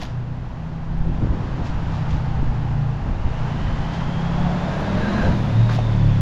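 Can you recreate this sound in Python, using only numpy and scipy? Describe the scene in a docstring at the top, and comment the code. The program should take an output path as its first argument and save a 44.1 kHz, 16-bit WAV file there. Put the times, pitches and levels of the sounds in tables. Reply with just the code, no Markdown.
"""A motorcycle drones, eases off, accelerates and shifts up in a town street, while a car rolls up and past.
The motorcycle is a stack of exhaust harmonics and block growl locked to one engine, plus a gliding gear whirr.
The car is coloured tyre noise that swells to a roar as its distance shrinks, with a drive-train whine.
Wind lumps on the microphone as shaped noise and pressure slaps; shoes scuff gritty paving with noise bursts.
Dull knocks are short noisy resonances, and faint unsteady hums come from further down the street."""
import sys
import numpy as np
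from scipy import signal
from scipy.fft import rfft, irfft, next_fast_len
from scipy.io import wavfile

SR = 44100
rng = np.random.default_rng(int(sys.argv[2]) if len(sys.argv) > 2 else 0)


def persist_wave(psi):
    """Save psi, clipped to +-1, as 16-bit WAV."""
    counts = np.round(np.clip(psi, -1, 1) * 32767).astype(np.int16)
    wavfile.write(sys.argv[1], SR, np.atleast_2d(counts).T)


N = 273856
TIME = np.arange(N) / SR   # s

# Motorcycle pulling, easing off, accelerating and shifting up. Each row: time in seconds, engine cycles per second.
ENGINE_SPEED = [(0,30.4),(.45,30.4),(.7,32.1),(1.1,33.2),(1.35,33.2),(1.93,31.5),(2.45,29.5),(3.17,28.3),(3.68,31.3),(4.45,34.5),(4.98,38.3),(5.2,41.9),(5.32,41.5),(5.47,35.6),(5.62,38.1),(5.73,38.5),(6.21,34.4)]
# Exhaust loudness as the throttle opens and closes. Each row: time in seconds, level in dB.
THROTTLE_LEVEL = [(0,-36.5),(.17,-33),(.5,-34),(.75,-32),(1.08,-28.5),(1.3,-31),(1.65,-34.5),(1.92,-30),(2.9,-26),(3.17,-46),(3.45,-23.5),(3.75,-32.5),(4.45,-21),(4.75,-30),(4.97,-23),(5.3,-27.5),(5.75,-29),(6.05,-22)]
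# Main exhaust harmonics. Each row: multiple of the cycle rate, dB on the throttle level before the car
# has gone by, the same after.
MAIN_HARMONICS = [(3, -14.5, 2), (4, -5.5, 1), (5, -1.5, -4)]
# Weaker exhaust harmonics. Each row: multiple of the cycle rate, dB against the main ones together.
WEAK_HARMONICS = [(1,-16.5),(2,-20),(6,-25.5),(7,-24.5),(8,-25.5)]
# Echoes between house fronts briefly cancel or lift one harmonic. Each row: multiple of the cycle rate,
# time in seconds, change in dB, width in seconds.
ECHO_FADES = [(1,5.87,8.5,0.28),(3,.2,10,0.18),(3,1.937,18.5,0.12),(3,3.4,4,0.26),(3,4.65,-5,0.22),(3,5.6,8,0.059),(4,5.62,0,.07),(4,0.19,5.5,0.039),(4,0.76,-6.5,0.28),(4,1.9,-13,0.041),(4,3.59,-10,0.11),(4,5.05,-15,.1),(4,4.78,8,0.05),(4,5.88,-10,0.049),(5,0.49,-16,0.056),(5,0.79,2,.2),(5,1.5,-5,0.17),(5,1.925,5,0.052),(5,2.8,7.5,0.037),(5,5.34,5,0.046),(5,7.8,5,0.044)]
# Growl of the engine block. 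Each row: multiple of the cycle rate, relative dB before the car has gone by,
# relative dB after.
GROWL_HARMONICS = [(8,0,-9),(9,-3,1.5),(10,-9,0.5),(11,-11,-3.5),(12,-4.5,-4.5),(13,-4.5,-3.5),(14,-7,-8),(15,-8,0),(16,0,-6),(17,-1.5,-12),(18,-6.5,-5.5),(19,-8.5,-6),(21,-3.5,-9),(23,-4,-5.5),(25,-3,-6),(27,-10,-3)]
# Growl swelling as the engine is revved. Each row: time in seconds, level in dB.
GROWL_LEVEL = [(0,-59.5),(3.4,-55),(4.35,-49),(4.95,-41),(5.25,-43.5),(5.5,-49),(6.21,-48)]
# Gear whirr, before the split into core and band. Each row: time in seconds, level in dB.
WHIRR_LEVEL = [(0,-78),(1.3,-65),(3.05,-63.5),(3.35,-54),(3.65,-50),(4.3,-49.5),(4.75,-54),(5.03,-47.5),(5.28,-48),(5.38,-53),(5.48,-51),(5.65,-48.5),(6.21,-51)]
BOOM_HZ, BOOM_WIDTH_HZ, BOOM_DB = 120.2, 7.2, 8.5   # a main harmonic booms as it crosses this resonance
JITTER_CYCLES, JITTER_HZ = 0.003, 10   # uneven firings: their spread, and how fast it wanders

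# Far tyre noise filling the street, before each band's offset. Each row: time in seconds, level in dB.
FAR_TYRES_LEVEL = [(0,-41),(.25,-46.5),(1,-44),(1.4,-38.5),(1.95,-37),(2.75,-40),(6.21,-41.5)]
# Singing band of the tyres. Each row: time in seconds, level in dB.
SINGING_LEVEL = [(0,-56.5),(1.5,-49),(2.3,-41.5),(3.6,-46.5),(3.9,-46.5),(4.45,-36),(4.85,-39),(6.21,-44)]
# Colours of the far bass, then of the passing car's body rumble, tread roar, tread hiss and close-range sizzle.
# Each row: frequency in Hz, relative dB per Hz.
FAR_RUMBLE_SPECTRUM = [(40,-3.5),(90,1),(150,7.5),(210,1),(270,-3.5),(380,-10),(540,-14.5),(750,-17),(1500,-48.5)]
RUMBLE_SPECTRUM = [(40, -3), (90, 4), (150, 5), (215, 7), (270, -3.5), (380, -6.5), (520, -11.5),
                   (750, -17), (1500, -49.5)]
ROAR_SPECTRUM = [(250, -25.5), (480, -5.5), (630, 1.5), (780, 0), (980, 2), (1170, -2.5), (1600, -5.5),
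                 (2200, -17.5), (3200, -28.5), (7000, -56), (9000, -75)]
HISS_SPECTRUM = [(900, -18.5), (1850, 4), (2250, 0.5), (2650, 1), (3600, -3.5), (5000, -8.5), (6300, -13.5),
                 (7250, -16.5), (8000, -30), (8900, -33), (9700, -29.5), (10700, -33), (11600, -41),
                 (15500, -59.5)]
SIZZLE_SPECTRUM = [(5000, -14.5), (8500, -2.5), (10000, 6.5), (11500, 0), (12700, 3), (14000, -8.5),
                   (15700, -15.5)]
# How each noise of the car passes. Each row: dB when level with the listener, dB lost per tenfold distance,
# dB change once gone by. The whine's first value is a reference for its tones.
RUMBLE_PASS = (-22.5, 13.6, -5)
ROAR_PASS = (-31, 7.9, -6)
HISS_PASS = (-38.5, 9.3, -4.5)
SIZZLE_PASS = (-71, 19, 0)
WHINE_PASS = (-36.5, 28, -13.5)
# Drive-train whine. Each row: frequency in Hz at rest, dB on the whine's reference, width in Hz.
WHINE_TONES = [(1600,-2.5,150)]
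# Slow extra rise of tyre hiss; its peak lies beyond the end.
# The row: peak time in seconds, peak level in dB, rise in seconds, decay in seconds.
RISING_HISS = (8.5, -41.5, 1.9, 0.27)
PASS_S, CAR_M_PER_S, CAR_SIDE_M = 5.355, 8.4, 2.8   # the car draws level, this far to the side
EMERGE_S, EMERGE_TAKES_S, SCREENED_DB = 3.26, 0.071, -10   # until then trees and parked cars screen it
GONE_S, GONE_TAKES_S = 5.33, 0.027   # its front swings past
# the singing band sinks as the car nears
NOTE_FAR_HZ, NOTE_NEAR_HZ, NOTE_SINKS_S, NOTE_TAKES_S = 817.4, 585, 4.62, 0.16
SOUND_M_PER_S = 343

# Gusts. Each row: peak time in seconds, level in dB, decay in seconds.
GUSTS = [(1.091,-20,0.17),(1.3,-22.5,0.12),(1.631,-20.5,0.17),(1.82,-24,0.11),(2.16,-19,0.062),(2.38,-21.5,0.093),(2.5,-19,0.16),(2.68,-26.5,0.21),(3.1,-21,0.09),(3.27,-20.5,0.1),(3.52,-30,0.14),(3.729,-21,0.16),(4.05,-28,0.097),(4.42,-22,0.092),(5,-26,0.061),(5.27,-20.5,0.069),(6.1,-33,0.17)]
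# Sharp gusts and the car's bow wave. Each row: peak time in seconds, level in dB, rise in seconds,
# decay in seconds.
BUFFETS = [(1.091,-24.5,0.028,0.026),(1.235,-20,0.021,0.027),(1.311,-23,.015,0.22),(1.59,-26.5,0.0088,0.029),(2.15,-28.5,0.021,0.041),(2.39,-25.5,0.01,0.046),(3.075,-24.5,0.018,0.047),(3.29,-28,0.025,0.054),(5.28,-17.5,0.031,0.048)]
# Single eddies slapping and thumping the microphone. Each row: time in seconds, peak in dB, frequency in Hz.
SLAPS = [(1.113,-16,105),(1.228,-14.5,150),(1.247,-17,246),(1.272,-20,260),(1.308,-14,45),(1.336,-24,240),(1.371,-21.5,190),(2.386,-14,41.7),(2.43,-18.5,191),(3.038,-19,28),(3.088,-19,38),(3.251,-15,29.7),(3.316,-16,48)]
# Colours of wind and of buffets. Each row: frequency in Hz, relative dB per Hz.
WIND_SPECTRUM = [(8,5.5),(20,-0.5),(35,-1),(65,-3.5),(100,-7),(160,-16.5),(300,-24),(700,-58.5),(2000,-73)]
BUFFET_SPECTRUM = [(20, -7), (60, 3), (120, 6.5), (330, -9), (520, -17), (900, -33), (3000, -63.5)]
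BREEZE_DB, GUST_RISE_SHARE = -31.5, 0.77   # steady wind; a gust's rise against its decay

# Shoe scuffs, then crunching and snapping sand grains, both before the grain flicker.
# Each row: peak time in seconds, level in dB, rise in seconds, decay in seconds.
SCUFFS = [(0.027,-38,0.017,0.039),(1.662,-42.5,0.014,0.042),(1.97,-48,.047,0.055),(2.135,-45.5,0.031,0.043),(3.95,-43.5,0.026,0.047),(5.697,-42,.004,0.021),(5.733,-40.5,0.015,0.067)]
GRIT = [(.03, -60, 0.013, 0.02), (.987, -64, 0.0015, 0.003), (4.805, -64, 0.002, .01),
        (5.233, -60, .001, .002), (5.738, -63, 0.02, 0.025)]
# Colour of a scuff. Each row: frequency in Hz, relative dB per Hz.
SCUFF_SPECTRUM = [(300, -22), (750, 0), (1400, 3), (3500, 3.5), (5500, -3), (7100, -9.5), (8200, -23.5),
                  (10000, -30), (11500, -37.5)]
# Dull knocks of heels and wheels on uneven ground. Each row: peak time in seconds, level in dB,
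# rise in seconds, decay in seconds, frequency in Hz, width in Hz.
THUDS = [(0.027,-28.5,0.0036,0.0065,734,210),(5.26,-27,0.046,0.027,547,170),(5.694,-27.5,.002,0.011,1300,1000),(5.712,-30,.002,0.019,1250,1000),(5.789,-22,.0015,.009,664.5,320),(5.797,-28.5,0.0022,.005,720,300)]
# Hum from further down the street. Each row: peak time in seconds, level in dB, rise in seconds,
# decay in seconds, frequency in Hz.
HUMS = [(0.381,-42,0.14,0.12,250.5),(1.95,-41.5,0.28,0.054,273.4)]


def from_db(db):
    """Turn decibels into an amplitude factor."""
    return 10 ** (np.asarray(db) / 20)


def rms_one(x):
    """Scale a signal to rms 1."""
    return x / np.sqrt(np.mean(x ** 2) + 1e-20)


def in_time(rows):
    """Read a two-column curve at every sample."""
    seconds, values = np.transpose(rows)
    return np.interp(TIME, seconds, values)


def drift(rate_hz):
    """Smooth random wandering: low-passed noise, rms 1."""
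    size = next_fast_len(N, True)
    hz = np.fft.rfftfreq(size, 1 / SR)
    low_pass = 1 / (1 + (hz / rate_hz) ** 2) ** 2
    return rms_one(irfft(rfft(rng.standard_normal(size)) * low_pass, size)[:N])


def noise(spectrum):
    """Noise with the given colour, falling away beyond its ends; rms 1."""
    hz = np.maximum(np.fft.rfftfreq(N, 1 / SR), 1)
    points, db = np.transpose(spectrum)
    ends = np.minimum(hz / points[0], 1) * np.minimum(points[-1] / hz, 1)
    gain = from_db(np.interp(np.log(hz), np.log(points), db)) * ends ** 2
    return rms_one(irfft(rfft(rng.standard_normal(N)) * gain, N))


def narrow_noise(hz, width_hz):
    """A noisy resonance about a fixed or moving pitch; rms 1."""
    phase = 2 * np.pi * np.cumsum(hz * np.ones(N)) / SR
    return rms_one(drift(width_hz) * np.cos(phase) + drift(width_hz) * np.sin(phase))


def swell(s, db, rise, decay):
    """Envelope with a bell-shaped climb to its peak and an exponential fall."""
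    before = np.minimum(TIME - s, 0)
    after = np.maximum(TIME - s, 0)
    return from_db(db) * np.exp(-(before / rise) ** 2 / 2 - after / decay)


def turning(s, takes):
    """A smooth change from 0 to 1 about a moment."""
    return 0.5 + 0.5 * np.tanh((TIME - s) / takes / 2)


def passing(level_db, fall_db, gone_db):
    """Gain of a car noise: it emerges, grows as the distance shrinks, and changes once gone by."""
    distance = np.hypot(CAR_SIDE_M, CAR_M_PER_S * (TIME - PASS_S))
    distance_db = -fall_db * np.log10(distance / CAR_SIDE_M)
    screened_db = SCREENED_DB * (1 - turning(EMERGE_S, EMERGE_TAKES_S))
    behind_db = gone_db * turning(GONE_S, GONE_TAKES_S)
    return from_db(level_db + distance_db + screened_db + behind_db)


def motorcycle(main_waver_db=1.1, fading_db=2.5):
    """Exhaust harmonics boom between house fronts over a block growl, all locked to the engine's turning."""
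    speed = in_time(ENGINE_SPEED)
    throttle_db = in_time(THROTTLE_LEVEL)
    turn = 2 * np.pi * (np.cumsum(speed) / SR + JITTER_CYCLES * drift(JITTER_HZ))
    clear = turning(GONE_S, GONE_TAKES_S)

    def harmonic(order, wander_db):
        """One engine line; reflections make it fade in and out on its own."""
        fading = from_db(wander_db * drift(5.4))
        return np.sqrt(2) * fading * np.sin(order * turn + rng.uniform(0, 2 * np.pi))

    def strength(order, before_db, after_db):
        """Gain of a main harmonic: throttle, the way past the car, and the resonance."""
        resonance_db = BOOM_DB * np.exp(-((order * speed - BOOM_HZ) / BOOM_WIDTH_HZ) ** 2 / 2)
        return from_db(throttle_db + before_db + (after_db - before_db) * clear + resonance_db)

    def echoes(order):
        """Gain of an exhaust harmonic as the street's echoes cancel or lift it."""
        change_db = np.zeros(N)
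        for faded_order, s, db, width in ECHO_FADES:
            if faded_order == order:
                change_db += db * np.exp(-((TIME - s) / width) ** 2 / 2)
        return from_db(change_db)

    gains = np.array([strength(*row) for row in MAIN_HARMONICS])
    boom = sum(gain * echoes(row[0]) * harmonic(row[0], main_waver_db)
               for row, gain in zip(MAIN_HARMONICS, gains))
    load = np.sqrt(np.sum(gains ** 2, axis=0))   # the main harmonics together
    overtones = sum(from_db(db) * echoes(order) * harmonic(order, fading_db) for order, db in WEAK_HARMONICS)
    growl = sum(from_db(before + (after - before) * clear) * harmonic(order, fading_db)
                for order, before, after in GROWL_HARMONICS)
    return boom + load * overtones + from_db(in_time(GROWL_LEVEL)) * growl


def gears(whines_per_cycle=97.0, lead_s=0.025, band_width_hz=300, band_db=-1.5, core_db=-7, shake=0.017):
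    """A gliding whine inside a soft whirr; it follows the engine a little ahead of the echoing exhaust."""
    hz = whines_per_cycle * np.interp(TIME + lead_s, TIME, in_time(ENGINE_SPEED))
    shaken_hz = hz * (1 + shake * drift(120))
    core = np.sqrt(2) * np.sin(2 * np.pi * np.cumsum(shaken_hz) / SR)
    band = narrow_noise(hz, band_width_hz)
    return from_db(in_time(WHIRR_LEVEL)) * (from_db(core_db) * core + from_db(band_db) * band)


def car(far_rumble_db=7.0, rumble_follows=0.69, far_roar_db=-0.5, far_hiss_db=-10.0, far_sizzle_db=-85,
        grain_db=0.28, note_width_hz=125, note_waver_db=1.5):
    """Tyres on coarse asphalt, far and passing: body rumble, roar with a singing band, hiss, close sizzle."""
    far_db = in_time(FAR_TYRES_LEVEL)
    # bass bends round corners and swings less
    far_bass_db = far_db.mean() + rumble_follows * (far_db - far_db.mean()) + far_rumble_db
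    far_rumble = from_db(far_bass_db) * noise(FAR_RUMBLE_SPECTRUM)
    near_rumble = passing(*RUMBLE_PASS) * noise(RUMBLE_SPECTRUM)

    # far and near noise add in power
    roar_gain = np.hypot(from_db(far_db + far_roar_db), passing(*ROAR_PASS))
    near_hiss_gain = np.hypot(passing(*HISS_PASS), swell(*RISING_HISS))
    hiss_gain = np.hypot(from_db(far_db + far_hiss_db), near_hiss_gain)
    tread = roar_gain * noise(ROAR_SPECTRUM) + hiss_gain * noise(HISS_SPECTRUM)

    note_hz = NOTE_FAR_HZ + (NOTE_NEAR_HZ - NOTE_FAR_HZ) * turning(NOTE_SINKS_S, NOTE_TAKES_S)
    note_gain = from_db(in_time(SINGING_LEVEL) + note_waver_db * drift(29))
    note = note_gain * narrow_noise(note_hz, note_width_hz)
    sizzle_gain = np.hypot(from_db(far_sizzle_db), passing(*SIZZLE_PASS))
    sizzle = sizzle_gain * noise(SIZZLE_SPECTRUM)
    asphalt = from_db(grain_db * drift(51))   # the road's grain shakes all tread noise together
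    return far_rumble + near_rumble + asphalt * (tread + note + sizzle)


def drive_train(waver_db=3.5):
    """A wavering whine stands out at close range; Doppler shift sinks it as the car draws level."""
    along_m = CAR_M_PER_S * (TIME - PASS_S)
    doppler = 1 - CAR_M_PER_S / SOUND_M_PER_S * along_m / np.hypot(CAR_SIDE_M, along_m)
    tones = sum(from_db(db + waver_db * drift(6.8)) * narrow_noise(hz * doppler, width)
                for hz, db, width in WHINE_TONES)
    return passing(*WHINE_PASS) * tones


def slap(s, db, hz):
    """One pull and push of air pressure."""
    angle = 2 * np.pi * hz * (TIME - s)
    return from_db(db) * angle * np.exp((1 - angle ** 2) / 2)


def wind():
    """Gusts rumble over a steady breeze; sharp buffets reach higher, slaps run from deep thumps to pops."""
    # gusts and breeze add in power
    gust_power = sum(swell(s, db, GUST_RISE_SHARE * decay, decay) ** 2 for s, db, decay in GUSTS)
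    eddies = np.sqrt(from_db(BREEZE_DB) ** 2 + gust_power) * noise(WIND_SPECTRUM)
    buffets = sum(swell(*row) for row in BUFFETS) * noise(BUFFET_SPECTRUM)
    slaps = sum(slap(*row) for row in SLAPS)
    return eddies + buffets + slaps


def shoes(grain_db=2.5, grit_hz=11000, grit_width_hz=3500):
    """Soles drag over sandy paving and crush single grains, all flickering with the grain."""
    scuffs = sum(swell(*row) for row in SCUFFS) * noise(SCUFF_SPECTRUM)
    grit = sum(swell(*row) for row in GRIT) * narrow_noise(grit_hz, grit_width_hz)
    return from_db(grain_db * drift(300)) * (scuffs + grit)


def thuds():
    """Each knock is a brief noisy band, like one heavily damped resonance being shaken."""
    return sum(swell(s, db, rise, decay) * narrow_noise(hz, width)
               for s, db, rise, decay, hz, width in THUDS)


def hums(waver=0.0057):
    """Faint sine tones whose pitch is slightly unsteady."""
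    total = np.zeros(N)
    for s, db, rise, decay, hz in HUMS:
        phase = 2 * np.pi * np.cumsum(hz * (1 + waver * drift(7.3))) / SR
        total += swell(s, db, rise, decay) * np.sqrt(2) * np.sin(phase)
    return total


def scene():
    """Everything meets at one microphone."""
    vehicles = motorcycle() + gears() + car() + drive_train()
    return (vehicles + wind() + shoes() + thuds() + hums())[None]


def record(dry, cutoff_hz=15700):
    """A steep low-pass cuts the top."""
    return signal.sosfilt(signal.butter(24, cutoff_hz, fs=SR, output="sos"), dry)


dry = scene()
out = record(dry)
persist_wave(out)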